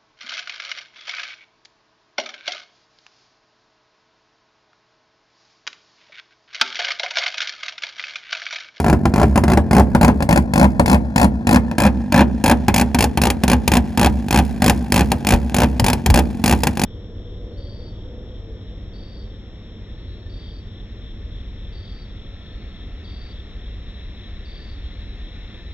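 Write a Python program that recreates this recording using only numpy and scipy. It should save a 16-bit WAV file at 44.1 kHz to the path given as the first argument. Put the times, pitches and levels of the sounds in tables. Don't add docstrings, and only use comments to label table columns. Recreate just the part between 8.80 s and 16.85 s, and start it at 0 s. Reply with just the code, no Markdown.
import sys
import numpy as np
from scipy import signal
from scipy.io import wavfile

SR = 44100
rng = np.random.default_rng(int(sys.argv[2]) if len(sys.argv) > 2 else 0)


def dump(signal):
    limited = np.clip(np.atleast_2d(signal).T, -1, 1)
    pcm = np.round(limited * 32767).astype(np.int16)
    wavfile.write(sys.argv[1], SR, pcm)


N = 355005
TIME = np.arange(N) / SR

# (frequency [Hz], relative density [dB])
CRACK = [(500, -15), (1200, -23.5), (1650, -6), (2100, 10), (2450, 5.5), (2950, 6), (3500, 0.5),
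         (4900, 3.5), (5900, -1.5), (7200, 2.5), (10500, 2), (12500, -9.5), (14200, 1.5), (15800, -18)]
# (time [s], car to the left [0-1], outlet hidden by the flank [0-1],
# coasting puffs [dB], their hiss [dB])
WALK = [(0, .3, 1, -11, -29), (1, 0.28, 1, -17, -40), (1.6, 1, 0.9, -21, -39), (2.6, .99, 0.77, -19.5, -52),
        (3.198, 0.12, 0.4, -16.5, -79), (4.198, 0.1, 0.19, -19.5, -59), (5.2, 0.08, 0.07, -16, -45),
        (6.2, 0.04, 0.23, -17, -36), (7.2, 0.24, 0.07, -15.5, -50), (8.05, 0.03, 0.19, -17.5, -28)]


def firing(s, crack_db, blast_db, spikiness=0.6, jet_at_s=3.27, jet_width_s=0.76):
    # (frequency [Hz], relative density [dB])
    rasp_spectrum = [(60, -13.5), (220, 8), (340, 4), (460, -1.5), (590, 1.5), (660, -12), (760, 0),
                     (950, -3), (1120, -8.5), (1300, -10), (1600, -12.5), (2100, -12.5), (3000, -15),
                     (8000, -44)]
    # (frequency [Hz], relative density [dB])
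    tearing_spectrum = [(300, -21), (600, 3), (1000, -4), (1600, -1), (2500, 4), (3500, -5), (6000, -15),
                        (12000, -28)]
    in_jet = np.exp(-((s - jet_at_s) / jet_width_s) ** 2)
    boom = pipe(silencer(clicks(s, gain_of(.5 * blast_db + 6 - 2 * in_jet))))
    gas_db = blast_db + 1.5 * in_jet
    slam = swell(s, gas_db, rise=0.00072, fall=0.0018)
    churning = swell(s, gas_db - 5.5, rise=0.014, fall=0.0086)
    rasp = tint(rng.standard_normal(N) * (slam + churning), rasp_spectrum)
    shocks = unit_rms(rng.standard_normal(N) * np.exp(spikiness * rng.standard_normal(N)))
    snap = swell(s, crack_db + 3, rise=0.00086, fall=0.0023)
    tail = swell(s, crack_db - 13.5, rise=0.0096, fall=0.0054)
    tearing = swell(s, blast_db - 20 + 14.5 * in_jet, rise=.004, fall=0.0051)
    return boom + rasp + tint(shocks * (snap + tail), CRACK) + tint(shocks * tearing, tearing_spectrum)


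def braap(start, length, count, crack_db, change_db, blast_db, gap_ratio=.92, build_db=.93, uneven_db=1.13):
    k = np.arange(round(count))
    progress = np.r_[0, np.cumsum(gap_ratio ** k[:-1])]
    progress = progress / progress[-1]
    crack_scatter, blast_scatter = uneven_db * rng.standard_normal((len(k), 2)).T
    run = np.column_stack([start + length * progress,
                           crack_db + change_db * progress + crack_scatter,
                           blast_db + build_db * (k - k.mean()) + blast_scatter])
    run[0, 1] -= 0.5
    afterfire = run[-1] + [.0098, -22, -7.5]
    return np.vstack([run, afterfire]) if len(k) >= 5 else run


def pipe(push, size=12000):
    # (frequency [Hz], level [dB], decay time T60 [s])
    modes = [(72.6, -17, 0.15), (89.5, -11.5, 0.028), (144.5, -25.5, 0.19), (186.3, -20.5, 0.056),
             (221, -22, 0.073), (223.3, -27, 0.067), (298, -63, 0.049), (310, -32.5, 0.12),
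             (456, -33, 0.082), (527, -83, 0.11), (699, -20.5, 0.035), (800, -30, 0.11),
             (1176, -38.5, 0.09), (1530, -16.5, 0.0052), (2430, -12, 0.0055)]
    t = np.arange(size) / SR
    response = sum(gain_of(db - 60 * t / t60) * np.cos(2 * np.pi * hz * t) for hz, db, t60 in modes)
    return convolve(push, response)


def silencer(push, dull_hz=420):
    dulled = signal.sosfilt(signal.butter(2, dull_hz, fs=SR, output="sos"), push)
    return push + 0.44 * delay(dulled, lag_s=0.00416) + 0.49 * delay(dulled, lag_s=.029)


def misfires(fired, fastest_s=0.012, slowest_s=.0232, slowing=.045):
    times, spacings = [], []
    for before, start, end in zip(np.r_[0, fired], fired, fired[1:]):
        step, steps = np.clip(start - before, fastest_s, slowest_s - .002), []
        while sum(steps) + step / 2 < end - start:
            steps.append(step)
            step = min(step * (1 + slowing), slowest_s)
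        if len(steps) > 1:
            steps = np.array(steps) * (end - start) / sum(steps)
            times.extend(start + np.cumsum(steps)[:-1])
            spacings.extend(steps[:-1])
    return np.array(times), np.array(spacings)


def coasting(s, spacing, uneven_db=2, speed_db=14):
    # (frequency [Hz], level [dB])
    puff_spectrum = [(30, -26), (65, 9), (110, -2), (170, 5.5), (225, 13), (310, 4), (500, -0.5),
                     (900, -15.5), (2000, -21), (6000, -71)]
    push, spit, stumble = rng.standard_normal((len(s), 3)).T
    s = s + .0005 * stumble
    pulses = clicks(s, gain_of(walk(s, column=3) + uneven_db * push))
    puffs = pipe(convolve(pulses, minimum_phase(puff_spectrum)))
    hiss_db = walk(s, column=4) + 3 * spit + speed_db * np.log(0.013 / spacing)
    return puffs + tint(rng.standard_normal(N) * swell(s, hiss_db, rise=0.0013, fall=0.0045), CRACK)


def whirr(openings, level_db=-32, hiss_db=-55, shade_db=6):
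    # (frequency [Hz], relative density [dB])
    whirr_spectrum = [(20, 13), (60, -11), (120, 7), (225, 1.5), (330, 2), (500, -5.5), (800, -5.5),
                      (1250, -18), (1700, -15), (3000, -20.5), (5000, -25.5), (8000, -31), (11000, -35),
                      (16000, -64)]
    knocks = np.r_[openings, rng.uniform(0, N / SR, len(openings))]
    chatter = .5 + swell(knocks, 3 * rng.standard_normal(len(knocks)) - 3, rise=.0006, fall=.003)
    hiss_gain = gain_of(hiss_db - shade_db * walk(TIME, column=2))
    hiss = hiss_gain * tint(rng.standard_normal(N) * chatter, CRACK)
    return gain_of(level_db) * tint(rng.standard_normal(N) * chatter, whirr_spectrum) + hiss


def reflections(x, dull_hz=4500, thin_hz=130):
    # (time [s], ground gain [ratio], bodywork lag [ms], bodywork gain [ratio])
    paths = [(0.8, 0.34, 2.93, .33), (1.3, 0.44, 2.56, -0.29), (2.1, .6, 2.52, -0.34),
             (3.3, 0.57, 2.66, -0.37), (3.9, .45, 2.7, -0.071), (4.5, .36, 2.5, 0.08)]
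    times, *columns = np.transpose(paths)
    ground, body_ms, body = (np.interp(TIME, times, column) for column in columns)
    dulled = signal.sosfilt(signal.butter(1, dull_hz, fs=SR, output="sos"), x)
    thinned = signal.sosfilt(signal.butter(1, thin_hz, "highpass", fs=SR, output="sos"), x)
    combed = x + ground * delay(dulled, lag_s=.001152) + body * delay(thinned, body_ms / 1000)
    return combed / np.sqrt(1 + ground ** 2)


def microphone(x):
    # (frequency [Hz], phase lead with the car ahead [rad],
    # lead with it to the left [rad], balance with it ahead [dB], balance with it to the left [dB])
    ports = [(60, 0, 0, -1, -1.5), (200, .03, .25, -.5, -.5), (700, .15, 1, 1.5, 5), (1700, .2, 2.1, .3, 6),
             (3000, 1.1, 2.6, .5, 5), (4400, .9, 0, 3, 6.5), (6200, .6, .2, 2.5, 4),
             (7400, -1.1, -1.2, 2, 2), (8500, -3.1, -3.1, 1, 1), (10200, -6.3, -6.3, 0, 0),
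             (12200, -9.4, -9.4, 0, 0), (14000, -12.5, -12.5, 0, 0), (16000, -15.7, -15.7, 0, 0)]
    # (frequency [Hz], gain [dB])
    flank = [(60, 1.5), (150, 8), (230, 1.5), (320, 4), (600, 5.5), (850, 2), (1150, 3.5), (1450, 3.5),
             (2400, -8), (3300, -13), (4500, -9.5), (9000, -11.5), (15000, -13)]
    hz, t, z = signal.stft(x, SR, nperseg=512, noverlap=384)
    aside, hidden = walk(t, column=1), walk(t, column=2)
    lead = np.outer(lookup(ports, hz, 1), 1 - aside) + np.outer(lookup(ports, hz, 2), aside)
    balance_db = np.outer(lookup(ports, hz, 3), 1 - aside) + np.outer(lookup(ports, hz, 4), aside)
    half = gain_of(balance_db / 2) * np.exp(.5j * lead)
    z = z * gain_of(np.outer(lookup(flank, hz), hidden))
    return signal.istft(np.array([z * half, z / half]), SR, nperseg=512, noverlap=384)[1][:, :N]


def yard(x, size=16000):
    # (frequency [Hz], reverberation time T60 [s])
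    decay = [(100, 0.89), (800, 0.4), (3000, 0.12), (12000, 0.12)]
    taps = rng.standard_normal((2, size)) * (rng.random((2, size)) < .05) * (TIME[:size] > .008)
    hz, t, z = signal.stft(taps, SR, nperseg=256)
    tail = signal.istft(z * gain_of(-60 * t / lookup(decay, hz)[:, None]), SR, nperseg=256)[1]
    return np.array([convolve(x, side / np.linalg.norm(side)) for side in tail])


def wind(corner_hz=70, calm_db=-54):
    # (time [s], level [dB], half-width [s])
    gusts = [(6.536, -7, 0.022), (7.022, -8, 0.025), (7.308, -7, 0.03)]
    buffets = sum(gain_of(db) * np.exp(-((TIME - s) / width) ** 2) for s, db, width in gusts)
    lumps = signal.sosfilt(signal.butter(2, corner_hz, fs=SR, output="sos"), rng.standard_normal((3, N)))
    return (gain_of(calm_db) + buffets) * unit_rms(lumps[:2] + 2.7 * lumps[2])


def gain_of(db):
    return 10 ** (np.asarray(db) / 20)


def unit_rms(x):
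    return x / np.sqrt(np.mean(x ** 2) + 1e-20)


def lookup(spectrum, hz, column=1):
    table = np.transpose(spectrum)
    return np.interp(np.log(hz + 1), np.log(table[0] + 1), table[column])


def walk(s, column):
    table = np.transpose(WALK)
    return np.interp(s, table[0], table[column])


def convolve(x, response):
    return signal.oaconvolve(x, response)[:N]


def minimum_phase(spectrum, size=4096):
    log_gain = np.log(gain_of(lookup(spectrum, abs(np.fft.fftfreq(size, 1 / SR)))))
    return np.fft.ifft(np.exp(signal.hilbert(log_gain).conj())).real[:size // 2]


def tint(x, spectrum):
    response = minimum_phase(spectrum)
    return convolve(x, response / np.linalg.norm(response))


def clicks(s, sizes):
    return np.bincount(np.clip(np.round(s * SR).astype(int), 0, N - 1), sizes, N)


def swell(s, db, rise, fall, size=3000):
    t = np.arange(size) / SR
    power = ((1 - np.exp(-t / rise)) * np.exp(-t / fall)) ** 2
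    return np.sqrt(abs(convolve(clicks(s, gain_of(db) ** 2), power / power.max())))


def delay(x, lag_s):
    return np.interp(TIME - lag_s, TIME, x)


def scene():
    # (start [s], length [s], firings [count], crack at the outlet [dB],
    # change of the crack by the end [dB], blast [dB])
    runs = [(0.0444, .0545, 4, -21, 3.5, -15.5), (0.3386, .0925, 6, -17, 0.5, -14.5),
            (0.5581, .0184, 2, -13.5, 1, -12), (0.6808, 0.054, 4, -18, 3.5, -15),
            (0.911, .0855, 6, -14, 2.5, -12.5), (1.212, .035, 3, -9.5, -1, -11),
            (1.28, .0094, 2, -14, -22, -10.5), (1.4056, .0185, 2, -26.5, 11.5, -21),
            (1.4904, .0365, 3, -11, -1, -13), (1.56, .015, 2, -13, 1, -13),
            (1.7364, .107, 7, -13.5, -1.5, -13.5), (2.0597, .0848, 6, -10.5, -4.5, -15.5),
            (2.3601, .084, 6, -10.5, -4, -14.5), (2.6704, .0895, 6, -12, -1.5, -13.5),
            (2.9825, .0825, 6, -15, -4, -13), (3.323, .0845, 6, -16.5, -7, -12),
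            (3.640, 0.073, 5, -13.5, -1.5, -11), (3.942, .0703, 5, -10.5, -4, -15),
            (4.1877, .0533, 4, -13.5, -1, -14), (4.4167, .0538, 4, -14.5, -4.5, -14.5),
            (4.6801, .0523, 4, -15, -4, -12), (4.9181, .0517, 4, -15, -3.5, -11.5),
            (5.1752, .0855, 6, -18, -1.5, -11.5), (5.5083, .0806, 6, -18.5, -0.5, -13),
            (5.821, 0.076, 5, -15.5, 3.5, -12.5), (6.122, .0865, 6, -12.5, -5, -13),
            (6.4694, .0685, 5, -15, -3.5, -14.5), (6.7446, .09, 6, -16.5, -7, -14),
            (7.0433, .0575, 4, -14.5, -2.5, -14), (7.3419, .0483, 4, -17, -1.5, -11),
            (7.64, .0857, 6, -14, -3, -14.5), (7.9726, .0635, 4, -24.5, 10, -21)]
    # (time [s], crack at the outlet [dB], blast [dB])
    pops = [(0.001, -19, -20), (0.1286, -16.5, -11.5), (0.2547, -15, -10.5), (0.6374, -14.5, -13),
            (0.7734, -12, -9), (1.1495, -11, -7.5), (1.9959, -10.5, -7), (2.9141, -36, -25.5),
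            (3.8826, -16, -6.5), (4.1464, -16.5, -11.5), (4.3743, -18.5, -11.5), (4.5023, -13.5, -14),
            (4.6362, -16.5, -12.5), (4.8778, -13, -12), (5.485, -33, -32), (6.318, -15, -13),
            (6.449, -34, -26), (6.6972, -42, -41), (6.997, -15, -17), (7.1317, -17.5, -15),
            (7.2614, -15, -15), (7.3015, -15, -13.5), (7.8346, -14, -14), (7.8705, -16, -12)]
    firings = np.vstack([braap(*row) for row in runs] + [pops])
    fired, crack_db, blast_db = firings[np.argsort(firings[:, 0])].T
    unfired, spacing = misfires(fired)
    engine = firing(fired, crack_db, blast_db) + coasting(unfired, spacing) + whirr(np.r_[fired, unfired])
    ahead = reflections(engine) + gain_of(-24) * yard(engine)[0]
    return microphone(ahead) + gain_of(-22.5) * yard(engine) + wind()


def record(dry, bass_hz=47, ceiling=.88, edge_hz=15900):
    thinned = signal.sosfilt(signal.butter(5, bass_hz, "highpass", fs=SR, output="sos"), dry)
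    squeezed = thinned / (1 + (thinned / ceiling) ** 4) ** (1 / 4)
    band_limit = signal.firwin(201, edge_hz, window=("kaiser", 9), fs=SR)
    return signal.oaconvolve(squeezed, band_limit[None], "same")


dry = scene()
out = record(dry)
dump(out)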